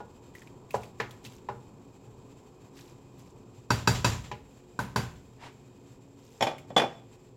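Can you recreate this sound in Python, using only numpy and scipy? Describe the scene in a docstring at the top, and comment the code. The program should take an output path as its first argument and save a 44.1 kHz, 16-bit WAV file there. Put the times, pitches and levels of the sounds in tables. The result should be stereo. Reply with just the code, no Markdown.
"""Small kitchen: a wooden spoon stirs a thin sauce in a steel pot on a hissing gas stove, close by.
Coloured noise makes the hiss and room drone; tearing films and ringing bubbles make the sauce.
The spoon bumps the wall and is tapped on the rim five times to shake off the drops: noise cracks and
decaying modes, while the pot booms on its grate. It swishes away as a noise swell and is put down
with a clatter of bouncing blows on a ringing dish beside the stove."""
import sys
import numpy as np
from scipy import signal
from scipy.fft import rfft, irfft
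from scipy.io import wavfile

SR = 44100
rng = np.random.default_rng(int(sys.argv[2]) if len(sys.argv) > 2 else 0)


def waveform_to_disk(signal):
    """Save audio, clipped to [-1, 1], as 16-bit WAV at the path in sys.argv[1]."""
    frames = np.transpose(np.atleast_2d(signal))
    scaled = np.clip(frames, -1, 1) * 32767
    samples = np.round(scaled).astype(np.int16)
    wavfile.write(sys.argv[1], SR, samples)


N = 324576
TIME = np.arange(N) / SR
RING_TIME = np.arange(SR) / SR

# Likeness of the two microphone ports. Each row: frequency [Hz], coherence (clipped to 0..1).
LIKENESS = [(25, -0.8), (68, 2.5), (230, 1), (300, .5), (640, 0.74), (1190, 0)]
# Steel pot modes. Each row: frequency [Hz], level struck on the rim [relative dB],
# level struck on the wall [relative dB], t60 before damping [s].
POT_MODES = [(399.7, -10.5, 2, 0.19), (466.4, -18.5, -4.5, 0.43), (593, -19, -3, 0.26),
             (829, -8.5, 5, 0.19), (860, -4, 3, 0.13), (913, -4.5, -5.5, 0.11), (991, 2.5, 3, 0.09),
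             (1056, 5.5, -23, 0.025), (1287, 1.5, -21, 0.056), (1440, -15.5, -5, 0.3),
             (1537, 2.5, -23, 0.068), (1660, -9.5, 0, 0.074), (2594, -7, -17, 0.12), (2740, -20, -10, 0.11),
             (3876, -8.5, -13, 0.12), (4350, -7, -31, 0.11), (4704, -5.5, -33, 0.18), (4800, -8, -30, 0.14),
             (5610, -3.5, -28, 0.067), (7500, -25, -22, 0.23), (7500, -17, -24, 0.23)]
# Strokes that squelch through the sauce. Each row: time of the peak [s], level [dB], length [s].
SQUELCHES = [(0.386, -58.5, 0.021), (0.757, -48.5, 0.015), (1.009, -56, 0.013), (1.257, -50, 0.013),
             (2.795, -53, 0.027), (3.204, -58.5, 0.017), (6.31, -63.5, 0.071)]
# Drops on the dish, bowl then bouncing handle. Each row: start [s], bowl level [dB], handle lag [s],
# handle level [dB], bounce gap [s], loss at the first bounce [dB].
DISH_DROPS = [(6.4075, -27, .0157, -22, .044, 4), (6.764, -17.5, .0118, -24, .0205, 0.77)]


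def amp(db):
    """Amplitude from dB."""
    return 10 ** (np.asarray(db) / 20)


def unit(x):
    """Scale to rms 1."""
    return x / np.sqrt(np.mean(x ** 2))


def unit_attack(x):
    """Scale a blow to rms 1 over its first 30 ms."""
    head = int(.03 * SR)
    return x / np.sqrt(np.mean(x[:, :head] ** 2))


def fade(t60_s):
    """Exponential decay by 60 dB in t60_s."""
    return np.exp(-np.log(1000) * RING_TIME / t60_s)


def along(points, f):
    """Read (Hz, value) points on a log-frequency axis."""
    hz, value = np.transpose(points)
    return np.interp(np.log(f + 1), np.log(hz), value)


def bell(f, hz, width_hz):
    """Power response of one resonance."""
    return 1 / (1 + (2 * (f - hz) / width_hz) ** 2)


def resonate(x, hz, sharpness):
    """Band-pass around one pitch."""
    b, a = signal.iirpeak(hz, sharpness, fs=SR)
    return signal.lfilter(b, a, x)


def noise(colour, size, peaks=()):
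    """Coloured noise at the two ports: alike in the bass, unrelated in the treble."""
    f = np.fft.rfftfreq(size, 1 / SR)
    alike = np.clip(along(LIKENESS, f), 0, 1)
    mid, side = rfft(rng.standard_normal((2, size))) * np.sqrt([1 + alike, 1 - alike])
    db = along(colour, f) + sum(lift_db * bell(f, hz, width_hz) for hz, width_hz, lift_db in peaks)
    return unit(irfft(np.array([mid + side, mid - side]) * amp(db), size))


def wavering(hz, width_hz):
    """Narrow-band noise of rms 1, the same at both ports."""
    f = np.fft.rfftfreq(N, 1 / SR)
    return unit(irfft(rfft(rng.standard_normal(N)) * bell(f, hz, width_hz), N))


def add(out, s, sound):
    """Mix a sound in at time s."""
    start = max(int(s * SR), 0)
    out[:, start:start + sound.shape[1]] += sound[:, :N - start]


def ring(modes, scatter_db, damping):
    """Decaying modes; each blow weights them anew, and high ones reach the ports out of step."""
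    out = 0
    for hz, db, t60_s in modes:
        size, phase, skew = rng.standard_normal(3)
        alike = np.clip(along(LIKENESS, hz), .01, 1)
        apart = skew * np.sqrt(-np.log(alike) / 2)
        angle = 2 * np.pi * hz * RING_TIME + np.pi * phase + np.array([[apart], [-apart]])
        out = out + amp(db + scatter_db * size) * fade(t60_s / damping) * np.sin(angle)
    return unit_attack(out)


def crack(colour, t60_s, snap_db, count):
    """Crowded modes: a snap and a short rustling ring; successive blows share over half their pattern."""
    shared = noise(colour, SR)
    envelope = fade(t60_s) + amp(snap_db) * fade(0.041)
    return [unit_attack((shared + 0.85 * noise(colour, SR)) * envelope) for _ in range(count)]


def contact(x, ms, press_s=0.00094, order=1):
    """The force takes a moment to build up; a longer contact excites less treble."""
    cutoff_hz = min(1000 / (np.pi * ms / 2), .45 * SR)
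    pressed = x * (1 - np.exp(-RING_TIME / press_s))
    lowpass = signal.butter(order, cutoff_hz, fs=SR, output="sos")
    return unit_attack(signal.sosfilt(lowpass, pressed))


def boom(tilt_db_per_octave, rise_s=0.014, rocking_db=-21, rocking_t60_s=0.91, damping=1.27):
    """The heavy pot takes a few cycles to set the stove top swinging, then rocks on with a low rumble."""
    # Pot on the stove top. Each row: frequency [Hz], level before tilt [dB], t60 before damping [s].
    stove_modes = [(86, -11, .36), (115, 0, .32), (131, -5, .17), (158, -9, .12), (211, -18, .3)]
    # Colour of the rocking pot. Each row: frequency [Hz], level [relative dB per Hz].
    rocking_colour = [(25, -30), (50, -13), (70, -4), (110, -8), (150, -8.5), (400, -47.5)]
    pivot_hz = stove_modes[1][0]
    swing = 0
    for k, (hz, db, t60_s) in enumerate(stove_modes):
        tilted_db = db + tilt_db_per_octave * np.log2(hz / pivot_hz)
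        sign = (-1) ** k  # neighbouring modes start in opposite directions
        swing = swing + sign * amp(tilted_db) * fade(t60_s / damping) * np.sin(2 * np.pi * hz * RING_TIME)
    rocking = amp(rocking_db) * noise(rocking_colour, SR) * fade(rocking_t60_s)
    return (rocking + swing) * (1 - np.exp(-RING_TIME / rise_s))


def background(gas_db=-65.0, flutter_db=2.0, flutter_width_hz=32, room_db=-54.06):
    """The gas jet hisses in its pipe and flutters a little, over the low drone of the kitchen."""
    # Colour of the gas jet. Each row: frequency [Hz], level [relative dB per Hz].
    gas_colour = [(1200, 4), (2000, 0.5), (2500, 1), (3300, -1.5), (6000, -7.5), (6900, -3.5), (7500, 4),
                  (8100, -7.5), (9100, -14.5), (12000, -11), (16000, -17)]
    # Evenly spaced burner pipe resonances. Each row: frequency [Hz], width [Hz], lift [dB].
    pipe_peaks = [(2490, 140, 8), (3130, 140, 5), (3750, 150, 5), (4370, 150, 6), (5030, 160, 7),
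                  (5650, 160, 4), (6280, 160, 3)]
    # Colour of the kitchen noise. Each row: frequency [Hz], level [relative dB per Hz].
    room_colour = [(15, -50.5), (25, -11.5), (87, -8), (123, 3.5), (154, -5), (178, -5.5), (281, -5),
                   (320, -14.5), (363, -5.5), (525, -10), (564, -17.5), (996, -17), (1290, -28.5),
                   (2000, -69.5), (2600, -68), (4400, -120)]
    # Wavering drone. Each row: frequency [Hz], width [Hz], rms level [dB].
    drone_bands = [(123.5, 4.9, -63.5), (276.1, 8.8, -64.5), (359.8, 7.1, -65), (427.5, 10.5, -70.5),
                   (451, 4, -78.5)]
    flutter = wavering(0, flutter_width_hz)
    hiss = amp(gas_db + flutter_db * flutter) * noise(gas_colour, N, pipe_peaks)
    drone = sum(amp(db) * wavering(hz, width_hz) for hz, width_hz, db in drone_bands)
    return hiss + amp(room_db) * noise(room_colour, N) + drone


def wall_knocks(sharpness=2.05, leak_db=-17):
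    """The wet bowl bumps the wall; where it touches sets the clack's pitch and how much the pot rings."""
    # Spoon against the inner wall. Each row: start [s], level [dB], clack pitch [Hz], contact [ms],
    # pot ring against the clack [dB], boom level [dB].
    knocks = [(.002, -42, 896, 0.24, -1, -44.5), (0.7417, -25.5, 824, 0.22, -11, -31.5),
              (0.9999, -29, 1830, 0.26, -10, -35), (1.249, -49, 3300, 0.038, -11, -38),
              (1.487, -33, 1260, 0.34, 2, -36), (2.061, -62, 617, 0.43, 0, -39.5),
              (4.3142, -36.5, 2500, 0.23, 0, -36)]
    # Colour of the crowded wall modes. Each row: frequency [Hz], level [relative dB per Hz].
    colour = [(60, -11), (300, 1.5), (450, 12), (600, 2), (900, 3.5), (1600, -5.5), (3800, -6), (7500, -8),
              (8500, -16), (16000, -9)]
    out = np.zeros((2, N))
    modes = [(hz, db, t60_s) for hz, _, db, t60_s in POT_MODES]
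    clacks = crack(colour, t60_s=0.19, snap_db=6, count=len(knocks))
    for (s, db, hz, ms, ring_db, boom_db), clack in zip(knocks, clacks):
        hollow = unit_attack(resonate(clack, hz, sharpness) + amp(leak_db) * clack)
        blow = hollow + amp(ring_db) * ring(modes, scatter_db=1.9, damping=1.03)
        add(out, s, amp(db) * contact(blow, ms) + amp(boom_db) * boom(tilt_db_per_octave=13))
    return out


def stirring(drag_db=-56, ease_db_per_s=0.7, sweep_s=.56, sweep_db=1.5, lift_s=3.6, lift_fade_s=.2):
    """The spoon drags over the bottom, swelling with each sweep and easing off until it is lifted out."""
    # Colour of the drag. Each row: frequency [Hz], level [relative dB per Hz].
    colour = [(50, -13.5), (120, 1.5), (200, -4), (380, -1), (650, -13), (1000, -6.5), (1600, -27),
              (4000, -83)]
    db = drag_db - ease_db_per_s * TIME + sweep_db * np.cos(2 * np.pi * TIME / sweep_s)
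    lifted = np.clip(1 - (TIME - lift_s) / lift_fade_s, 0, 1)
    return amp(db) * lifted * noise(colour, N)


def swell(s, db, length_s):
    """Power of a smooth swell that peaks at time s."""
    return amp(2 * db) * np.exp(-((TIME - s) / length_s) ** 2)


def squelches(pops_per_s=600, spread_db=4, sharpness=7, middle_hz=5260, octaves=1.11):
    """Films of sauce tear in tiny pops at each stroke and again as it slops back behind the spoon."""
    # Colour of the pops. Each row: frequency [Hz], level [relative dB per Hz].
    colour = [(800, 20), (1500, 8.5), (2600, 3), (4500, -2), (7500, -4), (8600, -15), (13000, -3),
              (16000, -8)]
    slop_lag_s, slop_db, slop_length_s = 0.083, -9, 0.034
    power = 0
    for s, db, length_s in SQUELCHES:
        slop = swell(s + slop_lag_s, db + slop_db, slop_length_s)
        power = power + swell(s, db, length_s) + slop
    pitches_hz = np.geomspace(1200, 14500, 16)
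    weighting = np.exp(-(np.log2(pitches_hz / middle_hz) / octaves) ** 2)
    shares = amp(2 * along(colour, pitches_hz)) * pitches_hz * weighting
    pops = 0
    for hz, share in zip(pitches_hz, shares / shares.sum()):
        sizes = amp(spread_db * np.minimum(rng.exponential(size=N), 4))
        bursts = sizes * (rng.random(N) < pops_per_s / SR) * rng.standard_normal((2, N))
        pops = pops + np.sqrt(share) * unit(resonate(bursts, hz, sharpness))
    return np.sqrt(power) * pops


def wake(count=3, wake_db=-3, middle_hz=2810, octaves=0.58, spread_s=.15):
    """Small bubbles burst at random behind each stroke, as (s, dB, Hz); level follows the stroke's."""
    bursts = []
    for s, db, _ in SQUELCHES:
        for late, pitch in rng.random((count, 2)):
            hz = middle_hz * 2 ** (octaves * (2 * pitch - 1))
            bursts.append((s + spread_s * late, db + wake_db, hz))
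    return bursts


def bubbles(cycles=95, rise_per_s=1.0, wet_db=-3, sharpness=6, snap_db=-9, snap_per_db=1.1,
            snap_t60_s=0.081):
    """Each bubble's film snaps, then it gives a short rising ring inside a wet smack of the same pitch."""
    # The loudest bubbles. Each row: start [s], level [dB], starting pitch [Hz].
    loud_bubbles = [(0.351, -41, 1930), (0.419, -43.5, 1810), (0.473, -48, 2330), (.707, -38.5, 2520),
                    (0.833, -41.5, 2500), (1.109, -40.5, 3350), (1.262, -40.5, 2620), (6.582, -41.5, 2175)]
    out = np.zeros((2, N))
    loudest_db = max(db for _, db, _ in loud_bubbles)
    for s, db, hz in loud_bubbles + wake():
        phase = rng.uniform(0, np.pi / 2, (2, 1))
        angle = 2 * np.pi * hz * RING_TIME * (1 + rise_per_s * RING_TIME / 2) + phase
        film = rng.standard_normal((2, SR))
        smack = unit(resonate(film, hz, sharpness))
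        # only the strongest bursts snap brightly
        snap = amp(snap_db + snap_per_db * (db - loudest_db)) * film * fade(snap_t60_s)
        body = fade(cycles / hz) * (np.sin(angle) / 2 + amp(wet_db) * smack)
        add(out, s, amp(db) * (snap + body))
    return out


def rim_taps(ring_db=2.0, crack_db=-3, tick_db=-19, rattle_count=2):
    """Hard wood on the steel rim: a tick, a crack, a short ring, a boom, then the pot rattles back."""
    # Spoon on the rim. Each row: start [s], level [dB].
    taps = [(3.7040, -21), (3.874, -18.5), (4.0449, -19.5), (4.7901, -27.5), (4.9595, -23)]
    # Colour of the crowded rim modes. Each row: frequency [Hz], level [relative dB per Hz].
    colour = [(30, -30), (150, 8), (400, -4.5), (640, -5.5), (950, -4), (1500, -5.5), (2000, -7),
              (3200, -10), (4800, -12), (7500, -11.5), (8400, -23.5), (12000, -24), (16000, -32.5)]
    # Colour of the wooden tick. 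Each row: frequency [Hz], level [relative dB per Hz].
    tick_colour = [(6000, -14), (9000, -5), (12500, -7), (16000, -13)]
    # each dB weaker than a firm tap lengthens the contact, lowers the boom and tilts it higher
    firm_db, firm_contact_ms, soften_ms_per_db = -18.5, 0.045, 0.03
    boom_db, boom_db_per_db = -15, 1.36
    tilt_db_per_octave, tilt_per_db = 3, 1.2
    # the lifted pot rattles back on its grate, ever more weakly
    rattle_lag_s, rattle_gap_s = .073, .121
    rattle_db, rattle_loss_db, rattle_db_per_db = -35.5, 8, 4.2
    rattle_peaks = [(7300, 340, 7.3), (3216, 2000, 7.7)]  # Hz, width Hz, dB
    out = np.zeros((2, N))
    modes = [(hz, db, t60_s) for hz, db, _, t60_s in POT_MODES]
    clacks = crack(colour, t60_s=0.38, snap_db=1, count=len(taps))
    for (s, db), clack in zip(taps, clacks):
        weaker_db = firm_db - db
        ms = firm_contact_ms + soften_ms_per_db * max(weaker_db, 0)
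        steel = contact(ring(modes, scatter_db=2.5, damping=1.58), 1.41 * ms, order=2)
        blow = unit_attack(amp(crack_db) * contact(clack, ms) + amp(ring_db) * steel)
        tick = amp(tick_db) * noise(tick_colour, SR) * fade(0.28)
        thump = boom(tilt_db_per_octave + tilt_per_db * weaker_db)
        thump = amp(boom_db - boom_db_per_db * weaker_db) * thump
        add(out, s, amp(db) * (blow + tick) + thump)
        for k in range(rattle_count):
            chatter = noise(colour, SR, rattle_peaks) * fade(0.26) * (1 - fade(.02))
            level_db = rattle_db - rattle_db_per_db * weaker_db - k * rattle_loss_db
            add(out, s + rattle_lag_s + k * rattle_gap_s, amp(level_db) * unit_attack(chatter))
    return out


def swish(s=5.452, length_s=0.031, db=-45):
    """A short soft swell of noise as the spoon is swung away."""
    # Colour of the swish. Each row: frequency [Hz], level [relative dB per Hz].
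    colour = [(200, -10), (500, -8), (900, 3), (1400, -5), (2300, -3.5), (4000, -12.5), (7500, -23.5),
              (9000, -27), (16000, -40)]
    return amp(db) * np.exp(-((TIME - s) / length_s) ** 2 / 2) * noise(colour, N)


def landings(count=4, bowl_ms=0.15, handle_ms=0.064, bounce_soften_ms=0.1):
    """Blows as (s, dB, contact ms): the bounces of the handle weaken and soften ever faster."""
    blows = [(6.7025, -39.5, 3.4)]  # the spoon tips softly before its second drop
    for s, bowl_db, lag_s, handle_db, gap_s, loss_db in DISH_DROPS:
        blows.append((s, bowl_db, bowl_ms))
        for k in range(count):
            ms = handle_ms + k ** 2 * bounce_soften_ms
            blows.append((s + lag_s + k * gap_s, handle_db - k ** 2 * loss_db, ms))
    return blows


def set_down(ring_db=-3, crack_db=-2, thud_db=-33, thud_hz=118, thud_t60_s=0.4, lowest_hz=170):
    """Bowl, then bouncing handle, ring the dish; the worktop thuds under the first landing."""
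    # Dish modes. Each row: frequency [Hz], level [relative dB], t60 before damping [s].
    dish_modes = [(334, -13, .45), (538, 0, .2), (622, -4, .2), (793, 1, .25), (888, -2, .25),
                  (1184, -10, .22), (1545, -6, .17), (1886, -7, .24), (2207, -7, .2), (2430, 1, .14),
                  (2490, -3, .12), (3122, 1, .16), (3405, 0, .16), (3442, 4, .17), (4238, -13, .18),
                  (4995, -8, .14), (5130, -13, .16), (5458, -3, .16), (5925, -14, .16), (6110, -14, .14),
                  (6785, -17, .18), (7150, -12, .16), (8550, -16, .08), (9210, -20, .16), (10990, -18, .17)]
    # Colour of the crowded dish modes. Each row: frequency [Hz], level [relative dB per Hz].
    colour = [(30, -41), (80, -10), (120, -1), (185, -15.5), (260, -6), (520, -1.5), (900, -6.5),
              (1300, -11), (2400, -14), (3500, -14.5), (4000, -21), (7400, -26.5), (8500, -30),
              (12000, -30), (16000, -38)]
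    out = np.zeros((2, N))
    blows = landings()
    clacks = crack(colour, t60_s=0.14, snap_db=-14, count=len(blows))
    for (s, db, ms), clack in zip(blows, clacks):
        blow = amp(crack_db) * clack + amp(ring_db) * ring(dish_modes, scatter_db=4, damping=2.1)
        add(out, s, amp(db) * contact(blow, ms))
    # the dish blows carry no deep bass
    out = signal.sosfilt(signal.butter(2, lowest_hz, "high", fs=SR, output="sos"), out)
    thud = fade(thud_t60_s) * (1 - fade(0.018)) * np.sin(2 * np.pi * thud_hz * RING_TIME)
    add(out, DISH_DROPS[0][0], amp(thud_db) * thud[None])
    return out


def kitchen_room(x, wet_db=-11, t60_low_s=0.43, t60_high_s=0.25, build_s=0.0039):
    """Tiles and cupboards return a short dense tail whose treble dies first."""
    tail = noise([(60, 21.0), (300, 3.4), (16000, 7.6)], SR)
    low = signal.sosfilt(signal.butter(1, 3000, fs=SR, output="sos"), tail)
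    tail = low * fade(t60_low_s) + (tail - low) * fade(t60_high_s)
    tail = tail * (1 - np.exp(-(RING_TIME / build_s) ** 2))
    wet = signal.fftconvolve(x, unit(tail) / np.sqrt(SR), axes=1)[:, :N]
    return x + amp(wet_db) * wet


def scene():
    """Everything that the spoon does sounds in the room, over the stove."""
    stir = wall_knocks() + stirring() + squelches() + bubbles()
    finish = rim_taps() + swish() + set_down()
    return background() + kitchen_room(stir + finish)


def record(dry, top_hz=15900):
    """The left port faces the pot and hears more treble; the top is cut."""
    # Port balance. Each row: frequency [Hz], left minus right [dB].
    balance = [(60, 3.6), (150, 4), (400, 1.6), (900, 3.3), (2400, 2.3), (4500, 5.8), (7500, 12.7),
               (9000, 1.1), (15000, 0.73)]
    lean_db = along(balance, np.fft.rfftfreq(N, 1 / SR)) / 2
    ports = irfft(rfft(dry) * amp([lean_db, -lean_db]), N)
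    return signal.sosfilt(signal.ellip(10, .2, 70, top_hz, fs=SR, output="sos"), ports)


dry = scene()
out = record(dry)
waveform_to_disk(out)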